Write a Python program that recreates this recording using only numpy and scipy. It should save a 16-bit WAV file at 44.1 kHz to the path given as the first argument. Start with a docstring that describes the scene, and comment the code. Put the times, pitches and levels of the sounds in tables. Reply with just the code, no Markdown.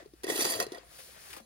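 """A metal screw lid is twisted off a hand-held glass jar, close up in a quiet room.
Fingers take hold with soft thumps. From about 0.25 s the thread grinds over the glass in tiny slips:
lid and glass ring, the lid squeals where it binds and chatters over the jar's hollow.
The thread jumps with three clacks, the loudest at 0.6 s, and the freed lid pings on the lip.
Last, the arm carries it away with a brush of cloth that snags a few times around 1.35 s."""
import sys
import numpy as np
from scipy import signal
from scipy.fft import rfft, irfft, next_fast_len
from scipy.io import wavfile
from scipy.ndimage import map_coordinates

SR = 44100
rng = np.random.default_rng(int(sys.argv[2]) if len(sys.argv) > 2 else 0)


def int16_out(signal):
    """Quantize to a 16-bit WAV file."""
    q = np.round(np.clip(np.atleast_2d(signal).T, -1, 1) * 32767)
    wavfile.write(sys.argv[1], SR, q.astype(np.int16))


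N = 63945

# contacts of fingers, lid and jar: t/s, thump level/dB, thump f/Hz, click level/dB
CONTACTS = [(.001, -47.5, 580, -55), (0.027, -46.5, 350, -57.5), (0.0581, -42.5, 407, -54.5),
            (0.135, -44, 340, -54), (0.2335, -41.5, 364, -31.5), (0.2416, -28, 389, -32),
            (0.267, -34, 390, -34), (0.282, -31.5, 377, -55), (0.2876, -27.5, 358, -53),
            (0.2979, -24, 432, -25.5), (.319, -28.5, 336, -63), (.358, -31.5, 394, -55),
            (.389, -27.5, 355, -36), (.403, -33.5, 450, -45), (.418, -34.5, 305, -36),
            (0.4433, -39, 395, -20), (0.4499, -27.5, 400, -19.5), (0.466, -29, 378, -25),
            (0.553, -33, 461, -36), (.588, -32, 430, -34), (0.5997, -29.5, 439, -17.5),
            (0.6242, -30.5, 487, -26.5), (.665, -33, 410, -38.5), (0.7191, -31.5, 366, -34.5),
            (0.7302, -45, 400, -45), (0.746, -41, 399, -41), (0.781, -44, 500, -44), (1.4, -52, 544, -73)]
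SNAG_RISE_S, SNAG_T60_S = 0.0028, 0.059


def lid():
    """Grinding slips and hard clicks rasp, light clicks tap; all of them set lid and glass ringing."""
    # grind of the thread, following the speed of the twist: t/s, level/dB
    twist = [(.225, -93), (.238, -49), (.26, -68), (.276, -46.5), (.288, -39), (.305, -34.5), (.345, -40),
             (.365, -34), (.392, -29.5), (.428, -28.5), (.44, -39), (.475, -32.5), (.5, -33.5), (.555, -37),
             (.582, -44.5), (.635, -44.5), (.66, -60.5), (.705, -68)]
    # rasp of metal on glass: f/Hz, level/dB
    rasp_colour = [(60, -26), (140, -4.5), (400, 4.5), (800, -0.5), (1200, -2.5), (2300, -1.5), (4400, -1),
                   (5800, 3), (8000, -2), (9500, -2), (11300, 5), (12600, -1.5), (14500, -2), (16000, -16)]
    # duller tap of the lid's edge: f/Hz, level/dB
    tap_colour = [(300, -20), (1000, 4), (2500, -4.5), (3300, 0), (4900, 6), (6500, -2), (8200, -31),
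                  (10500, 2), (15000, -26)]
    hard_above_db, hard_range_db, click_trim_db = -32, 11.5, -5  # louder clicks turn brighter
    twist_db, = curves(twist)
    grind = patchy(grit() * amp(twist_db + 1.13 * wobble(160.8)))
    hard, light = np.zeros(N), np.zeros(N)
    for start, _, _, db in CONTACTS:
        click = amp(db + click_trim_db) * envelope(start, rise=0.001, t60=0.031)
        hardness = 1 / (1 + np.exp((hard_above_db - db) / hard_range_db))
        hard += hardness * click
        light += (1 - hardness) * click
    force = grind + hard * grit()
    ring = amp(-5) * ringing(force + light * grit())
    rasp = amp(-0.5) * coloured(force, rasp_colour)
    taps = coloured(light * grit(), tap_colour)
    return rasp + ring + taps


def patchy(grind):
    """The colour shifts in random patches as the contact travels round the rim."""
    patch_hz, patch_s, depth_db = 453.4, 0.02, 3
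    hz, t, spectrum = signal.stft(grind, SR, nperseg=512)
    knots = rng.standard_normal((256, 256))
    grid = np.meshgrid(hz / patch_hz, t / patch_s, indexing="ij")
    gain = unit(amp(depth_db * map_coordinates(knots, grid, mode="wrap")))
    return signal.istft(spectrum * gain, SR, nperseg=512)[1][:, :N]


def ringing(force):
    """Each mode of lid and glass swells and fades on its own as the contact travels round the rim."""
    # modes of lid and glass: f/Hz, width/Hz, level/dB
    modes = [(1910, 41.5, -4), (2604, 86, -10.5), (3370, 130, -10.5), (4030, 15.5, -3), (4130, 22, -5),
             (4640, 41, -1), (4797, 130, -10.5), (6390, 25, -5), (9150, 290, -8), (10330, 100, -10.5)]
    power = np.array([width * amp(db) ** 2 for _, width, db in modes])
    ring = np.zeros((3, N))
    for mode, share in zip(modes, power / power.sum()):
        coupling = unit(amp(3.5 * wobble(28)))
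        ring += np.sqrt(share) * resonate(force * coupling, [mode])
    return np.array([flexed(row) for row in ring])


def flexed(ring, depth_s=0.00007):
    """The grip flexes the lid: a drifting delay makes its notes waver."""
    return map_coordinates(ring, [np.arange(N) + depth_s * SR * wobble(35)], order=5)


def squeal():
    """Where the thread binds, the lid's face rings on for a moment."""
    # tight spots in the thread: t/s, level/dB
    binds = [(0, -55.5), (0.234, -44), (0.274, -40), (.295, -32.5), (.4, -42), (.52, -39), (.72, -53),
             (0.743, -49.5)]
    # modes of the lid's face: f/Hz, width/Hz, level/dB
    face_modes = [(1911, 33, 1.5), (3446, 63, -10)]
    strength = sum(amp(db) * envelope(start, rise=0.005, t60=0.11) for start, db in binds)
    return strength * resonate(grit(), face_modes)


def chatter():
    """The lid chatters over the jar's hollow; so small a jar radiates little bass."""
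    # chatter of the lid pressed on the glass: t/s, level/dB
    press = [(0, -54.5), (.035, -57), (.09, -72), (.222, -88), (.24, -39), (.26, -44.5), (.3, -41),
             (.345, -44), (.385, -57), (.45, -37.5), (.53, -41.5), (.58, -40.5), (.615, -34), (.655, -53.5),
             (.705, -56.5), (.752, -46.5), (.8, -56.5), (.88, -68)]
    # modes of the hollow and the lid over it: f/Hz, width/Hz, level/dB
    hollow_modes = [(130, 8.5, -7.5), (217, 25, -7), (319.6, 17, -6.5), (351, 19, -8.5), (386.5, 51, -3),
                    (499, 37, -2), (635, 25.5, -3), (689, 28, -4.5), (945, 150, -13)]
    trim_db, flutter_db = -3, 4.5
    press_db, = curves(press)
    force = grit() * amp(press_db + trim_db + flutter_db * wobble(120))
    low_cut = signal.butter(2, 180, "highpass", fs=SR, output="sos")
    return signal.sosfilt(low_cut, resonate(force, hollow_modes))


def clacks():
    """The thread jumps and the whole rim strikes the glass."""
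    # jumps of the thread: t/s, level/dB
    jumps = [(.449, -42), (.599, -27.5), (0.624, -37)]
    # modes of the struck rim: f/Hz, width/Hz, level/dB
    rim_modes = [(344, 42, -0.5), (683, 61, -1), (1003, 42, -3.5), (1160, 73, -11), (2090, 50, -12),
                 (2645, 63, -1), (4580, 380, -6)]
    strength = sum(amp(db) * envelope(start, rise=0.0018, t60=0.035) for start, db in jumps)
    return resonate(strength * grit(), rim_modes)


def thumps():
    """Every contact thumps the hand-damped jar; soft bumps and clinks ring longer."""
    # soft bumps and clinks, one note each: t/s, level/dB, f/Hz
    bumps = [(0.554, -48, 103.4), (0.673, -53, 131), (.988, -52.5, 517), (1.085, -57, 510),
             (1.168, -61.5, 130), (1.368, -54.5, 519), (1.402, -54, 223)]
    knocks = sum(damped_note(start, db, hz, rise=0.0027, t60=0.027) for start, db, hz, _ in CONTACTS)
    return knocks + sum(damped_note(*bump, rise=0.0039, t60=0.15) for bump in bumps)


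def pings():
    """The freed lid touches the lip of the jar, each time on another note."""
    # touches on the lip: t/s, level/dB, f/Hz
    touches = [(.719, -47.5, 4180), (.748, -48, 4740), (.7805, -50, 3265), (.783, -50, 4860)]
    return sum(damped_note(*touch, rise=0.00099, t60=0.041) for touch in touches)


def cloth():
    """The arm brushes over fabric, an airy hiss on a grainy body, and catches a few times."""
    # brush stroke: t/s, hiss level/dB, body level/dB
    brush = [(0, -70, -57), (.1, -69, -78), (.2, -67.5, -69.5), (.8, -78, -59.5), (.86, -66.5, -67),
             (.934, -55, -60), (.98, -53, -62), (.995, -48.5, -50.5), (1.025, -51.5, -62.5),
             (1.145, -55, -60), (1.175, -60, -55), (1.2, -53.5, -58), (1.31, -51, -55), (1.385, -56.5, -53),
             (1.41, -99, -69), (1.445, -85, -112)]
    # airy top of the fabric: f/Hz, level/dB
    hiss_colour = [(2000, -13), (4500, -2.5), (6500, -5.5), (8000, -7.5), (9800, -1.5), (12800, -5),
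                   (15500, -6)]
    # midrange rub of the fabric: f/Hz, level/dB
    body_colour = [(60, -6), (140, -1.5), (330, 1.5), (520, 6), (750, 6.5), (1100, 4), (1600, 6.5),
                   (2800, 1), (4300, -2), (7000, -5), (14000, -17)]
    # catches of the cloth: t/s, level/dB, starting f/Hz
    snags = [(1.302, -54.5, 3420), (1.329, -44, 3700), (1.364, -44.5, 1500), (1.383, -58.5, 2580),
             (1.398, -53.5, 1000)]
    hiss_db, body_db = curves(brush)
    flares = sum(amp(db - 5) * envelope(start, SNAG_RISE_S, SNAG_T60_S) for start, db, _ in snags)
    hiss = coloured(rng.standard_normal((3, N)) * (amp(hiss_db) + flares), hiss_colour)
    body = coloured(grit() * amp(body_db + 0.88 * wobble(54.9)), body_colour)
    return hiss + body + sum(snag(*row) for row in snags)


def snag(start, db, start_hz):
    """A burst of rubbing whose band of noise sweeps down as the fabric lets go."""
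    fall_s, end_ratio, width_oct = 0.0058, 0.18, 0.8
    hz, t, spectrum = signal.stft(grit(), SR, nperseg=256, noverlap=224)
    glide = np.exp(-np.maximum(t - start, 0) / fall_s)
    centre_hz = start_hz * (end_ratio + (1 - end_ratio) * glide)
    band = np.exp(-0.5 * (np.log2((hz[:, None] + 1) / centre_hz) / width_oct) ** 2)
    band /= np.sqrt(np.mean(band ** 2, axis=0))
    rub = signal.istft(spectrum * band, SR, nperseg=256, noverlap=224)[1][:, :N]
    return amp(db) * envelope(start, SNAG_RISE_S, SNAG_T60_S) * rub


def reverb(x):
    """A short diffuse tail on each side; every frequency dies at its own speed."""
    # decay of the room: f/Hz, T60/s
    decay = [(200, 0.11), (2000, 0.26), (10000, 0.055)]
    hz, t, spectrum = signal.stft(rng.standard_normal((2, SR // 2)), SR, nperseg=128)
    fade = np.exp(-np.log(1000) * t / along(decay, hz)[:, None])
    tail = signal.istft(spectrum * fade, SR, nperseg=128)[1]
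    tail /= np.linalg.norm(tail, axis=1, keepdims=True)
    return signal.fftconvolve(x[None], tail, axes=1)[:, :N]


def room_tone():
    """A faint, steady low bed, nearly alike on both sides."""
    # background noise of the room: f/Hz, level/dB
    bed_colour = [(25, -36), (45, -2), (58, 9), (85, -8.5), (135, -3.5), (250, -13), (500, -14),
                  (1500, -44), (5000, -46), (15000, -46)]
    mid, side = coloured(rng.standard_normal((2, N)), bed_colour)
    return amp(-67.5) * (mid + amp(-7.5) * np.array([side, -side]))


def placed(friction, pan, lead, notes=0):
    """Stereo image: the two sides share the friction partly, the notes wholly; the room answers both."""
    # direct sound common to both sides: f/Hz, share of power
    direct_share = [(100, 0.94), (400, 0.94), (800, 0.63), (2500, 0.57), (6000, 0.65), (8700, 0.13),
                    (11000, 0.83), (15000, 0.87)]
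    sides = np.array([[0.5], [-0.5]])
    shared = filtered(friction[0], lambda hz: np.sqrt(along(direct_share, hz))) + notes
    direct = filtered(shared, lambda hz: np.exp(1j * sides * along(lead, hz)))
    scattered = filtered(friction[1:], lambda hz: np.sqrt(1 - along(direct_share, hz)))
    room = amp(-13.5) * reverb(friction[0] + notes)
    return filtered(direct + scattered + room, lambda hz: amp(sides * along(pan, hz)))


def grit(slips_per_s=5000, scatter_db=4):
    """Tiny slips at random moments, rms 1, in three rows: shared, left only, right only."""
    slips = rng.random((3, N)) < slips_per_s / SR
    polarity = rng.choice([-1, 1], (3, N))
    size = amp(scatter_db * np.clip(rng.standard_normal((3, N)), -2, 2))
    return unit(slips * polarity * size)


def envelope(start, rise, t60):
    """Rounded attack and exponential decay, peak 1; times in seconds."""
    age = np.maximum(np.arange(N) / SR - start, 0)
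    shape = (1 - np.exp(-(age / rise) ** 2)) * np.exp(-np.log(1000) * age / t60)
    return shape / shape.max()


def damped_note(start, db, hz, rise, t60):
    """One struck sine that dies away."""
    age = np.arange(N) / SR - start
    return amp(db) * envelope(start, rise, t60) * np.sin(2 * np.pi * hz * age)


def resonate(x, modes):
    """x through a bank of resonances of unit power."""
    def response(hz):
        bank = sum(amp(db) * 1j * hz * width / (centre ** 2 - hz ** 2 + 1j * hz * width)
                   for centre, width, db in modes)
        return bank / np.sqrt(np.mean(abs(bank) ** 2))
    return filtered(x, response)


def coloured(x, colour):
    """x through a broad EQ curve of unit power."""
    return filtered(x, lambda hz: unit(amp(along(colour, hz))))


def filtered(x, response):
    """x times a complex response of frequency."""
    size = next_fast_len(N + SR // 2)
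    return irfft(rfft(x, size) * response(np.fft.rfftfreq(size, 1 / SR)), size)[..., :N]


def wobble(per_s):
    """A smooth random curve with per_s knots a second."""
    knots = rng.standard_normal(int(N * per_s / SR) + 4)
    return map_coordinates(knots, [np.arange(N) * per_s / SR])


def curves(rows):
    """One automation curve for each column after the time."""
    times, *columns = np.transpose(rows)
    return [np.interp(np.arange(N) / SR, times, column) for column in columns]


def along(points, hz):
    """Interpolate (f/Hz, value) points on a log frequency axis."""
    point_hz, values = np.transpose(points)
    return np.interp(np.log(hz + 1), np.log(point_hz + 1), values)


def amp(db):
    """Decibels to gain."""
    return 10 ** (np.asarray(db) / 20)


def unit(x):
    """Scale to rms 1."""
    return x / np.sqrt(np.mean(x ** 2) + 1e-20)


def scene():
    """The jar up front and the cloth mostly to the left, over room tone."""
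    # balance of each source: f/Hz, left minus right/dB
    jar_pan = [(150, 3), (350, 1.5), (650, 8), (1100, 2), (1500, 2), (1900, -6.5), (2600, -2), (4500, 0),
               (8000, -2), (9300, -7.5), (11500, 0.5)]
    cloth_pan = [(200, 5), (1500, 6), (4200, 9.5), (5800, 3.5), (8000, 1.5), (9500, -4), (11500, 0.5)]
    # phase between the sides: f/Hz, lead of the left/rad
    jar_lead = [(50, -0.5), (300, 0.69), (600, 1.25), (1500, 2), (2600, 2.5), (4000, 0.5), (5500, -2.5),
                (8000, -1.5), (10300, -0.8), (12100, -3.5), (15000, -5.5)]
    cloth_lead = [(50, 1), (400, 1.5), (800, 3.2), (2300, 5.57), (3200, 8.23), (10300, 7.5), (12100, 2.3),
                  (15000, 1.4)]
    friction = lid() + squeal() + chatter() + clacks()
    opening = placed(friction, jar_pan, jar_lead, notes=thumps() + pings())
    return opening + placed(cloth(), cloth_pan, cloth_lead) + room_tone()


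def record(dry):
    """A brick-wall high cut at 15.9 kHz."""
    return filtered(dry, lambda hz: hz < 15900)


dry = scene()
out = record(dry)
int16_out(out)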